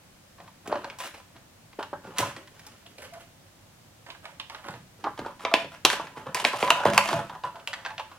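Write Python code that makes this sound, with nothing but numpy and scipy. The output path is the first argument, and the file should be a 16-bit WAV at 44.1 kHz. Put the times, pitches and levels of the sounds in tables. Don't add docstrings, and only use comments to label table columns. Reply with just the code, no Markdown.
import sys
import numpy as np
from scipy import signal
from scipy.fft import rfft, irfft, next_fast_len
from scipy.io import wavfile
from scipy.ndimage import map_coordinates

SR = 44100
rng = np.random.default_rng(int(sys.argv[2]) if len(sys.argv) > 2 else 0)


def pcm_store(signal):
    levels = np.round(np.clip(np.atleast_2d(signal), -1, 1) * 32767)
    wavfile.write(sys.argv[1], SR, levels.astype(np.int16).T)


def voltage_ratio(level):
    return 10 ** (np.asarray(level, float) / 20)


N = 360738


# [start_s, crack_level_db, crack_pitch_hz, body_level_db, tick_level_db]
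BUCKLES = [(.383, -52, 1500, -49, -63), (.401, -42.5, 1750, -43, -60), (0.477, -45, 1750, -44.5, -63),
           (0.6582, -47, 2350, -44, -50), (.675, -34, 2440, -44, -32.5), (0.7249, -28, 1650, -18, -57),
           (0.755, -28.5, 1630, -27, -58), (0.844, -27.5, 1550, -29, -55), (.8996, -27, 2240, -45, -51),
           (0.9867, -37, 3500, -38, -31.5), (1.142, -40, 1950, -43, -50), (1.363, -44, 1900, -50, -64),
           (1.729, -46, 2200, -48, -63), (1.7918, -34, 1600, -27, -61), (1.8279, -26, 1690, -29, -40),
           (1.9285, -45, 1520, -28.5, -62), (2.0495, -48, 1500, -57, -62), (2.172, -30, 1960, -48, -43),
           (2.184, -16, 2430, -27, -12), (2.2017, -35, 1670, -26, -32), (2.364, -31, 1900, -46, -40),
           (2.4745, -42, 2030, -50, -47), (2.594, -41, 2010, -55, -42), (2.6657, -46, 2060, -47, -33),
           (2.862, -38.5, 2880, -52, -55), (2.9818, -38.5, 2410, -57, -50), (3.02, -38, 2100, -44, -40),
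           (3.1358, -37, 1940, -50, -43), (4.0641, -37.5, 1800, -42, -61), (4.1026, -30, 2900, -52, -56),
           (4.148, -42, 1520, -43, -67), (4.2538, -27.5, 2020, -44, -62), (4.3983, -23, 3300, -36, -42),
           (4.498, -27.5, 1970, -36, -43), (4.5471, -29, 1510, -37, -62), (4.642, -40, 1500, -38, -57),
           (4.6844, -26.5, 1480, -30.5, -55), (4.7386, -35, 1730, -36.5, -50),
           (5.0408, -26.5, 2100, -23, -65), (5.0665, -42, 1550, -19, -62), (5.1767, -35, 1580, -37, -50),
           (5.1907, -30.5, 1580, -30, -40.5), (5.2614, -37, 1500, -29, -42),
           (5.3941, -41.5, 2150, -40, -56), (5.419, -45, 2200, -48, -47), (5.45, -15, 2400, -18, -58),
           (5.514, -35, 2050, -23, -45), (5.539, -2.5, 2610, -12, -17), (5.6444, -32, 2950, -41, -58),
           (5.8502, 0.5, 2920, -9, -0.5), (5.8567, -7.5, 3230, -16.5, -16), (5.901, -10, 2250, -25, -17.5),
           (5.9317, -17.5, 2160, -23, -39), (5.996, -38, 2400, -24.5, -54), (6.0689, -34.5, 1950, -38, -65),
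           (6.1693, -41.5, 1860, -35, -58), (6.2659, -36, 2050, -28.5, -52),
           (6.346, -14.5, 2400, -29, -14.5), (6.3706, -18.5, 2000, -42, -35),
           (6.3977, -29, 1980, -23.5, -25.5), (6.442, -24, 1890, -18, -23.5),
           (6.4496, -2.5, 1800, -20.5, -19), (6.5337, -39, 2160, -20.5, -52), (6.5425, -40, 1740, -26, -45),
           (6.6269, -11, 2160, -18, -36), (6.6767, -21, 1700, -19, -42), (6.704, -0.5, 2750, -9, -9.5),
           (6.8531, -16.5, 1810, -14.5, -26), (6.9005, -25.5, 1500, -27, -30),
           (6.9346, -18, 1760, -29, -24.5), (6.9781, 0, 1600, -7.5, -2.5), (7.0883, -19.5, 1830, -20, -39),
           (7.1294, -19, 1590, -14.5, -31), (7.2956, -33, 1730, -30, -55), (7.3497, -40, 2090, -33, -58),
           (7.4365, -28.5, 1680, -28, -60), (7.5564, -39, 1650, -37, -65), (7.5966, -42, 2880, -51, -52),
           (7.674, -16, 2640, -33, -24), (7.731, -23, 1580, -34, -50), (7.7366, -21.5, 1450, -34, -34),
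           (7.85, -25, 2450, -29, -54), (7.8613, -20, 1540, -35, -60.5), (7.9048, -33, 1840, -32, -56),
           (7.9801, -24.5, 2580, -45, -57.5), (7.997, -27, 2480, -23, -50), (8.1146, -42, 1530, -42, -66)]


def snaps():
    columns = np.transpose(BUCKLES)
    start_s, crack_db, pitch_hz, body_db, tick_db = (c[:, None] for c in columns)
    push_db = -14.5
    t = np.arange(4096) / SR
    noise = rng.standard_normal((len(start_s), 4, len(t)))
    shudder = voltage_ratio(-19.5 - 0.44 * crack_db - 60 * t / 0.045) * (1 - np.exp(-t / 0.0017))
    onset = 1 - np.exp(-t / 0.00022)

    def burst(k, t60_s):
        return noise[:, k] * (voltage_ratio(-60 * t / t60_s) + shudder) * onset

    def crack_colour(f):
        return band(1150, 4700)(f) * (0.45 + resonance(f, pitch_hz, 0.3 * pitch_hz))

    crack = filtered(burst(0, 0.006), crack_colour)
    body = filtered(burst(1, 0.0033), band(745, 1177))
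    push = filtered(burst(2, 0.005), band(330, 1000))
    tick = filtered(burst(3, 0.005), treble)
    hits = voltage_ratio(crack_db) * peak_one(crack) + voltage_ratio(tick_db) * peak_one(tick)
    hits += voltage_ratio(body_db) * (peak_one(body) + voltage_ratio(push_db) * peak_one(push))
    return placed(start_s[:, 0], hits)


# [start_s, time_to_peak_s, peak_level_db, brightness_db, weight_db]
RUBS_AND_BENDS = [(.37, 0.049, -57.5, -22, -12), (0.639, 0.047, -47, -27, 1), (0.691, 0.032, -38, -26, -3),
                  (.75, 0.019, -48, -14, -15), (.8, .03, -49, -19, -9), (.85, .02, -45.5, -22, -12),
                  (.9, 0.017, -47, -22, -3), (0.986, 0.019, -42, -4.5, -12.5),
                  (1.028, 0.021, -41, -2.5, -14), (1.13, 0.025, -52, -8, -5.5),
                  (1.34, 0.023, -59.5, -18, -1), (1.71, .02, -68, -15, -0.5),
                  (1.786, 0.013, -37.5, -20, -19), (1.931, 0.0049, -38, -40, -14),
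                  (2.02, 0.057, -50, -14, -0.5), (2.15, 0.053, -39.5, -8.5, -17),
                  (2.181, 0.011, -37.5, 4.5, 6), (2.218, .03, -41.5, -6.5, -5), (2.35, 0.027, -52, -9, -4),
                  (2.45, 0.16, -63, -1, -7), (2.65, 0.011, -67, -27, 5), (2.85, 0.027, -71, 6, 6),
                  (2.975, 0.018, -52, -5.5, -4), (3.015, 0.023, -51.5, -3.5, 0.5),
                  (3.125, .025, -54, -11, -8), (3.195, 0.015, -55, -0.5, -9),
                  (4.055, 0.033, -52.5, -12, -11), (4.223, .035, -48.5, -14, -24),
                  (4.399, 0.0087, -48.5, -17, -12), (4.491, 0.054, -49, -13, -14.5),
                  (4.64, 0.045, -46.5, -11, 6), (4.97, 0.052, -62, -7, 3), (5.041, 0.014, -33, -50, -13),
                  (5.17, 0.022, -41.5, -24, 0), (5.245, .022, -41, -23, -22),
                  (5.39, 0.034, -48.5, -10, -4.5), (5.45, 0.01, -30, -43, -19),
                  (5.538, 0.011, -42, -3, -21), (5.57, 0.026, -42, -12.5, -16),
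                  (5.71, 0.02, -46, -10.5, -17), (5.853, 0.0099, -34.5, -5, -27),
                  (5.899, 0.02, -33, -4.5, -22), (5.96, 0.05, -47, -13, -3.5),
                  (6.155, 0.022, -45, -14.5, -4), (6.205, 0.018, -55, -17, 9), (6.252, 0.025, -42, -24, -5),
                  (6.345, 0.02, -34.5, -5, -3), (6.39, 0.016, -39.5, -3, -1), (6.44, 0.025, -39, 1, -26),
                  (6.49, 0.043, -38, -9.5, -27), (6.55, 0.051, -37.5, -5, -25),
                  (6.627, 0.0097, -27, -15, -5), (6.65, 0.041, -34.5, -16, -24),
                  (6.705, 0.0051, -26, -16, -27), (6.73, .025, -34.5, -15.5, -26),
                  (6.785, 0.029, -33.5, -20.5, -18), (6.851, .018, -24.5, -20.5, -2),
                  (6.919, 0.021, -32, -9.5, -8), (6.979, 0.0053, -21, -25, -20),
                  (7.02, 0.055, -34.5, -5.5, -10), (7.09, 0.032, -34, -28, 0.5),
                  (7.165, .025, -36.5, -22, -2.5), (7.293, 0.028, -44, -25, -10.5),
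                  (7.436, 0.018, -40, -20.5, -11), (7.53, 0.036, -47, -32, -8),
                  (7.673, 0.02, -50.5, -8, -17), (7.725, 0.049, -49.5, -13, -12),
                  (7.9, 0.013, -55, -26, -16), (7.844, 0.024, -46.5, -14, -25),
                  (7.978, 0.012, -37, -16, -42), (8.09, 0.037, -52, -18, -25)]


def rustle():
    start_s, rise_s, level_db, bright_db, weight_db = np.transpose(RUBS_AND_BENDS)
    slips = grains(1200, spread_db=5.0, life_s=0.0018)
    slow_slips = grains(150, spread_db=6.5, life_s=0.0046)
    force = swells(start_s, rise_s, level_db)
    body = force * unit(filtered(slips, band(554, 1467)))
    crackle_force = swells(start_s, rise_s, level_db + 1 + 0.51 * bright_db)
    crackle = crackle_force * unit(filtered(slips, band(1530, 3060)))
    hiss = swells(start_s, rise_s, level_db + bright_db) * unit(filtered(slips, treble))
    flex = swells(start_s, rise_s, level_db + weight_db) * unit(filtered(slow_slips, band(180, 495)))
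    return body + crackle + hiss + tray_hum(slips, force) + flex


# [pitch_hz, width_hz]
TRAY_NOTES = [(573, 38), (676, 18), (1000, 29)]
# [start_s, time_to_peak_s, peak_level_db, pitch_hz]
NOTE_SWELLS = [(.705, 0.015, -31.5, 573), (.755, 0.0085, -36, 573), (.99, 0.023, -33, 1000),
               (1.786, 0.0041, -31, 573), (1.929, 0.0055, -37.5, 573), (1.0, .03, -49, 573),
               (2.365, 0.024, -51, 573), (2.19, 0.012, -36.5, 573), (2.225, 0.0099, -27, 1000),
               (2.85, 0.017, -52, 676), (2.98, .012, -46, 573), (3.02, 0.019, -44.5, 573),
               (3.12, 0.027, -44, 676), (3.2, .018, -51, 676), (4.4, 0.01, -53, 676),
               (4.65, 0.019, -54, 1000), (5.05, 0.017, -28.5, 1000), (5.24, 0.061, -51, 1000),
               (5.451, 0.011, -39.5, 1000), (5.46, 0.026, -55, 573), (5.515, 0.021, -28, 676),
               (5.539, 0.0083, -31, 1000), (5.851, 0.071, -40, 1000), (6.15, 0.018, -46, 1000),
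               (6.45, .018, -29.5, 1000), (6.56, 0.055, -32, 1000), (6.63, .015, -31.5, 1000),
               (6.65, 0.024, -33.5, 573), (6.704, 0.037, -27.5, 1000), (6.705, 0.011, -33, 676),
               (6.77, 0.018, -47, 1000), (6.775, 0.047, -45, 676), (6.855, 0.028, -29.5, 573),
               (6.856, 0.023, -20.5, 676), (6.925, 0.013, -32, 676), (6.93, 0.024, -27, 1000),
               (7.0, 0.025, -39.5, 1000), (7.11, .035, -37.5, 1000), (7.345, 0.013, -40, 1000),
               (7.09, 0.025, -29.5, 573), (7.095, 0.047, -32, 676), (7.295, 0.011, -50, 1000),
               (7.437, 0.0091, -27, 1000), (7.54, 0.02, -49, 676), (7.545, 0.014, -54, 573),
               (7.855, .02, -46, 1000), (7.99, .015, -48, 1000)]


def tray_hum(slips, force):
    flutter_db, flutter_per_s = 5.5, 40
    wake_db = -11
    events = np.array(NOTE_SWELLS)
    nearest = np.abs(events[:, 3:] - np.array(TRAY_NOTES)[:, 0]).argmin(1)
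    hum = np.zeros(N)
    for k, (hz, width_hz) in enumerate(TRAY_NOTES):
        ringing = filtered(slips, lambda f: resonance(f, hz, width_hz) ** 2)
        note = unit(voltage_ratio(flutter_db * wobble(flutter_per_s)) * ringing)
        own_swells = swells(*events[nearest == k, :3].T)
        hum += np.hypot(own_swells, voltage_ratio(wake_db) * force) * note
    return hum


def grains(per_second, spread_db, life_s):
    happens = rng.random(N) < per_second / SR
    size = happens * voltage_ratio(spread_db * np.minimum(rng.exponential(size=N), 3.2))
    puff = np.exp(-np.arange(400) / SR / life_s)
    return signal.fftconvolve(size, puff)[:N] * rng.standard_normal(N)


# [frequency_hz, gain_db]
PLASTIC_TREBLE = [(2650, -32), (4500, -4), (5080, -4), (5590, -4), (10600, -7.5), (14900, -16.5),
                  (16000, -18)]


def treble(f):
    return band(3900, 30000)(f) * voltage_ratio(along(PLASTIC_TREBLE, np.maximum(f, 4500)))


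# [time_s, level_db]
TOP_SHEEN = [(0, 0.5), (2.4, -1.5), (2.6, -22), (6.3, -43), (6.6, -10), (8.18, -19)]


def with_sheen(x):
    sheen = filtered(x, lambda f: resonance(f, 14100, 6200))
    return x + voltage_ratio(curves(TOP_SHEEN)[0]) * sheen


# [knock_s, thud_peak_db, table_shake_db]
TRAY_KNOCKS = [(0.399, -41, -62), (0.674, -40, -62), (0.724, -15.5, -54), (0.753, -27, -66),
               (0.843, -29, -57), (1.787, -22.5, -68), (1.928, -26.5, -50), (2.049, -34.5, -49.5),
               (2.2, -18.5, -40), (2.366, -37.5, -54.5), (4.683, -36, -46.5), (4.738, -52, -52),
               (5.066, -25, -54), (5.19, -24, -42.5), (5.26, -26.5, -66), (5.449, -22.5, -71),
               (5.538, -8.5, -67), (5.643, -29, -52), (5.847, -14, -49), (5.93, -20, -70),
               (5.995, -24, -56), (6.169, -33, -53), (6.266, -30, -45.5), (6.449, -16, -50.5),
               (6.534, -23, -50), (6.626, -17, -41.5), (6.701, -21, -59), (6.853, -4, -30),
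               (6.935, -29, -36), (7.129, -23, -34.5), (7.189, -26, -40.5), (7.434, -38, -50)]


def knocks():
    knock_s, thud_db, _ = np.transpose(TRAY_KNOCKS)
    lag_s = 0.00185
    t = np.arange(4096) / SR
    after_shake = voltage_ratio(-19.5 - 60 * t / 0.071) * (1 - np.exp(-t / 0.0055))
    envelope = voltage_ratio(-60 * t / 0.0052) + after_shake
    burst = rng.standard_normal((len(knock_s), len(t))) * envelope
    thuds = peak_one(filtered(burst, band(257, 750)))
    return placed(knock_s + lag_s, voltage_ratio(thud_db[:, None]) * thuds)


def table():
    knock_s, _, shake_db = np.transpose(TRAY_KNOCKS)
    rise_s, rumble_db = 0.017, -67.5
    shake = np.hypot(swells(knock_s, rise_s, shake_db), voltage_ratio(rumble_db))
    return shake * unit(filtered(rng.standard_normal(N), band(102.7, 186.5)))


# [pitch_hz, width_hz, level_db]
SPACE_NOTES = [(385, 56, -36.5), (579, 54, 3.5), (670, 5, -15), (871, 18, 8.5), (971, 6.9, 6.5),
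               (1090, 56, -36), (1290, 24, -36), (1740, 440, -4), (2900, 1100, -7.5)]
# [frequency_hz, fall_s]
TAIL_FALL = [(150, 0.62), (600, 0.15), (2000, 0.35), (6000, 0.33), (14000, 0.2)]
# [frequency_hz, likeness]
TAIL_LIKENESS = [(150, 1), (400, 0.97), (950, 0.9), (2400, 0.29), (6000, 0.011), (15000, 0.033)]


def space(x, hop=4096):
    blocks = np.pad(x, (0, -N % hop)).reshape(-1, hop)
    noise = rng.standard_normal((2, len(blocks), SR // 2))
    hz, t, z = signal.stft(noise, SR, nperseg=256)
    onset = 1 - np.exp(-t / 0.00067)
    decay = voltage_ratio(-60 * t / along(TAIL_FALL, hz)[:, None])
    tail = signal.istft(z * onset * decay, SR, nperseg=256)[1][..., :SR // 2]
    tail = pair(tail / np.sqrt(np.sum(tail ** 2, -1, keepdims=True)), TAIL_LIKENESS)
    tail = filtered(tail, lambda f: 1 + sum(voltage_ratio(db) * resonance(f, c, w) for c, w, db in SPACE_NOTES))
    tail *= voltage_ratio(-5.0)
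    wet = signal.fftconvolve(blocks[None], tail, axes=-1)
    out = np.zeros((2, N + hop + wet.shape[-1]))
    for k in range(len(blocks)):
        out[:, k * hop:][:, :wet.shape[-1]] += wet[:, k]
    return out[:, :N]


# [time_s, left_later_by_microseconds, left_minus_right_db]
HAND_PLACES = [(0, 44, 0), (2.4, 37, -0.5), (3, 81, -2), (4.2, 120, -4.5), (4.9, 72, -1.5), (5.1, -22, -1),
               (7.2, -28, -1), (7.6, 43, -1), (8.18, 38, -1)]


def ports(x):
    late_us, pan_db = curves(HAND_PLACES)
    late = late_us * 1e-6 * SR / 2
    sides = []
    for channel, way in zip(x, (1, -1)):
        moved = map_coordinates(channel, [np.arange(N) - way * late])
        sides.append(voltage_ratio(way * pan_db / 2) * moved)
    return np.array(sides)


# [frequency_hz, relative_level_db]
FLOOR_COLOUR = [(15, -50), (25, -7.5), (64, -9.5), (102, 3), (127, -8), (180, -5.5), (326, -9.5), (373, -9),
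                (405, -18), (489, -9.5), (887, -13), (1290, -15.5), (1560, -16), (6740, -21.5),
                (16000, -30)]
# [frequency_hz, likeness]
FLOOR_LIKENESS = [(60, 1), (180, 0.75), (550, 0.28), (1650, 0.19), (4970, -0.15), (15000, 0.18)]


def floor():
    noise = filtered(rng.standard_normal((2, N)), lambda f: voltage_ratio(along(FLOOR_COLOUR, f)))
    return voltage_ratio(-55.5) * unit(pair(noise, FLOOR_LIKENESS))


def swells(starts, rises, peaks_db):
    steep = 1.574
    power = np.zeros(N)
    for start_s, rise_s, db in np.broadcast(starts, rises, peaks_db):
        part = power[round(start_s * SR):][:round(rise_s * SR) * 12]
        u = np.arange(len(part)) / SR / rise_s
        part += (voltage_ratio(db) * (u * np.exp(1 - u)) ** steep) ** 2
    return np.sqrt(power)


def placed(starts, hits):
    out = np.zeros(N + hits.shape[1])
    for start, hit in zip(starts, hits):
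        out[round(start * SR):][:len(hit)] += hit
    return out[:N]


def wobble(rate):
    return map_coordinates(rng.standard_normal(N // 400), [np.arange(N) * rate / SR])


def pair(noise, alike):
    def turn(f):
        return np.arccos(np.clip(along(alike, f), -1, 1)) / 2

    mid = filtered(noise[0], lambda f: np.cos(turn(f)))
    side = filtered(noise[1], lambda f: np.sin(turn(f)))
    return np.array([mid + side, mid - side])


def filtered(x, response):
    n = x.shape[-1]
    m = next_fast_len(n + 4096)
    return irfft(rfft(x, m) * response(np.fft.rfftfreq(m, 1 / SR)), m)[..., :n]


def resonance(f, hz, width_hz):
    return 1j * f * width_hz / (hz * hz - f * f + 1j * f * width_hz)


def band(lo_hz, hi_hz):
    zeros, poles, gain = signal.butter(3, [lo_hz, hi_hz], "bandpass", analog=True, output="zpk")
    return lambda f: signal.freqs_zpk(zeros, poles, gain, f)[1]


def along(points, hz):
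    f, v = np.transpose(points)
    return np.interp(np.log(hz + 1), np.log(f + 1), v)


def curves(rows):
    s, *cols = np.transpose(rows)
    return [np.interp(np.arange(N) / SR, s, c) for c in cols]


def unit(x):
    return x / np.sqrt(np.mean(x ** 2) + 1e-20)


def peak_one(x):
    return x / np.abs(x).max(-1, keepdims=True)


def scene():
    sharp = with_sheen(snaps()) + knocks()
    soft = with_sheen(rustle()) + table()
    tail = space(voltage_ratio(-4) * sharp + soft)
    return ports(sharp + soft + tail) + floor()


def band_limit(x):
    return signal.sosfilt(signal.butter(12, 21850, fs=SR, output="sos"), x)


def record(dry):
    top_hz = 16100
    clipped = np.clip(dry, -1, 1)
    mix = filtered(clipped, lambda f: f < top_hz)
    return band_limit(mix)


dry = scene()
out = record(dry)
pcm_store(out)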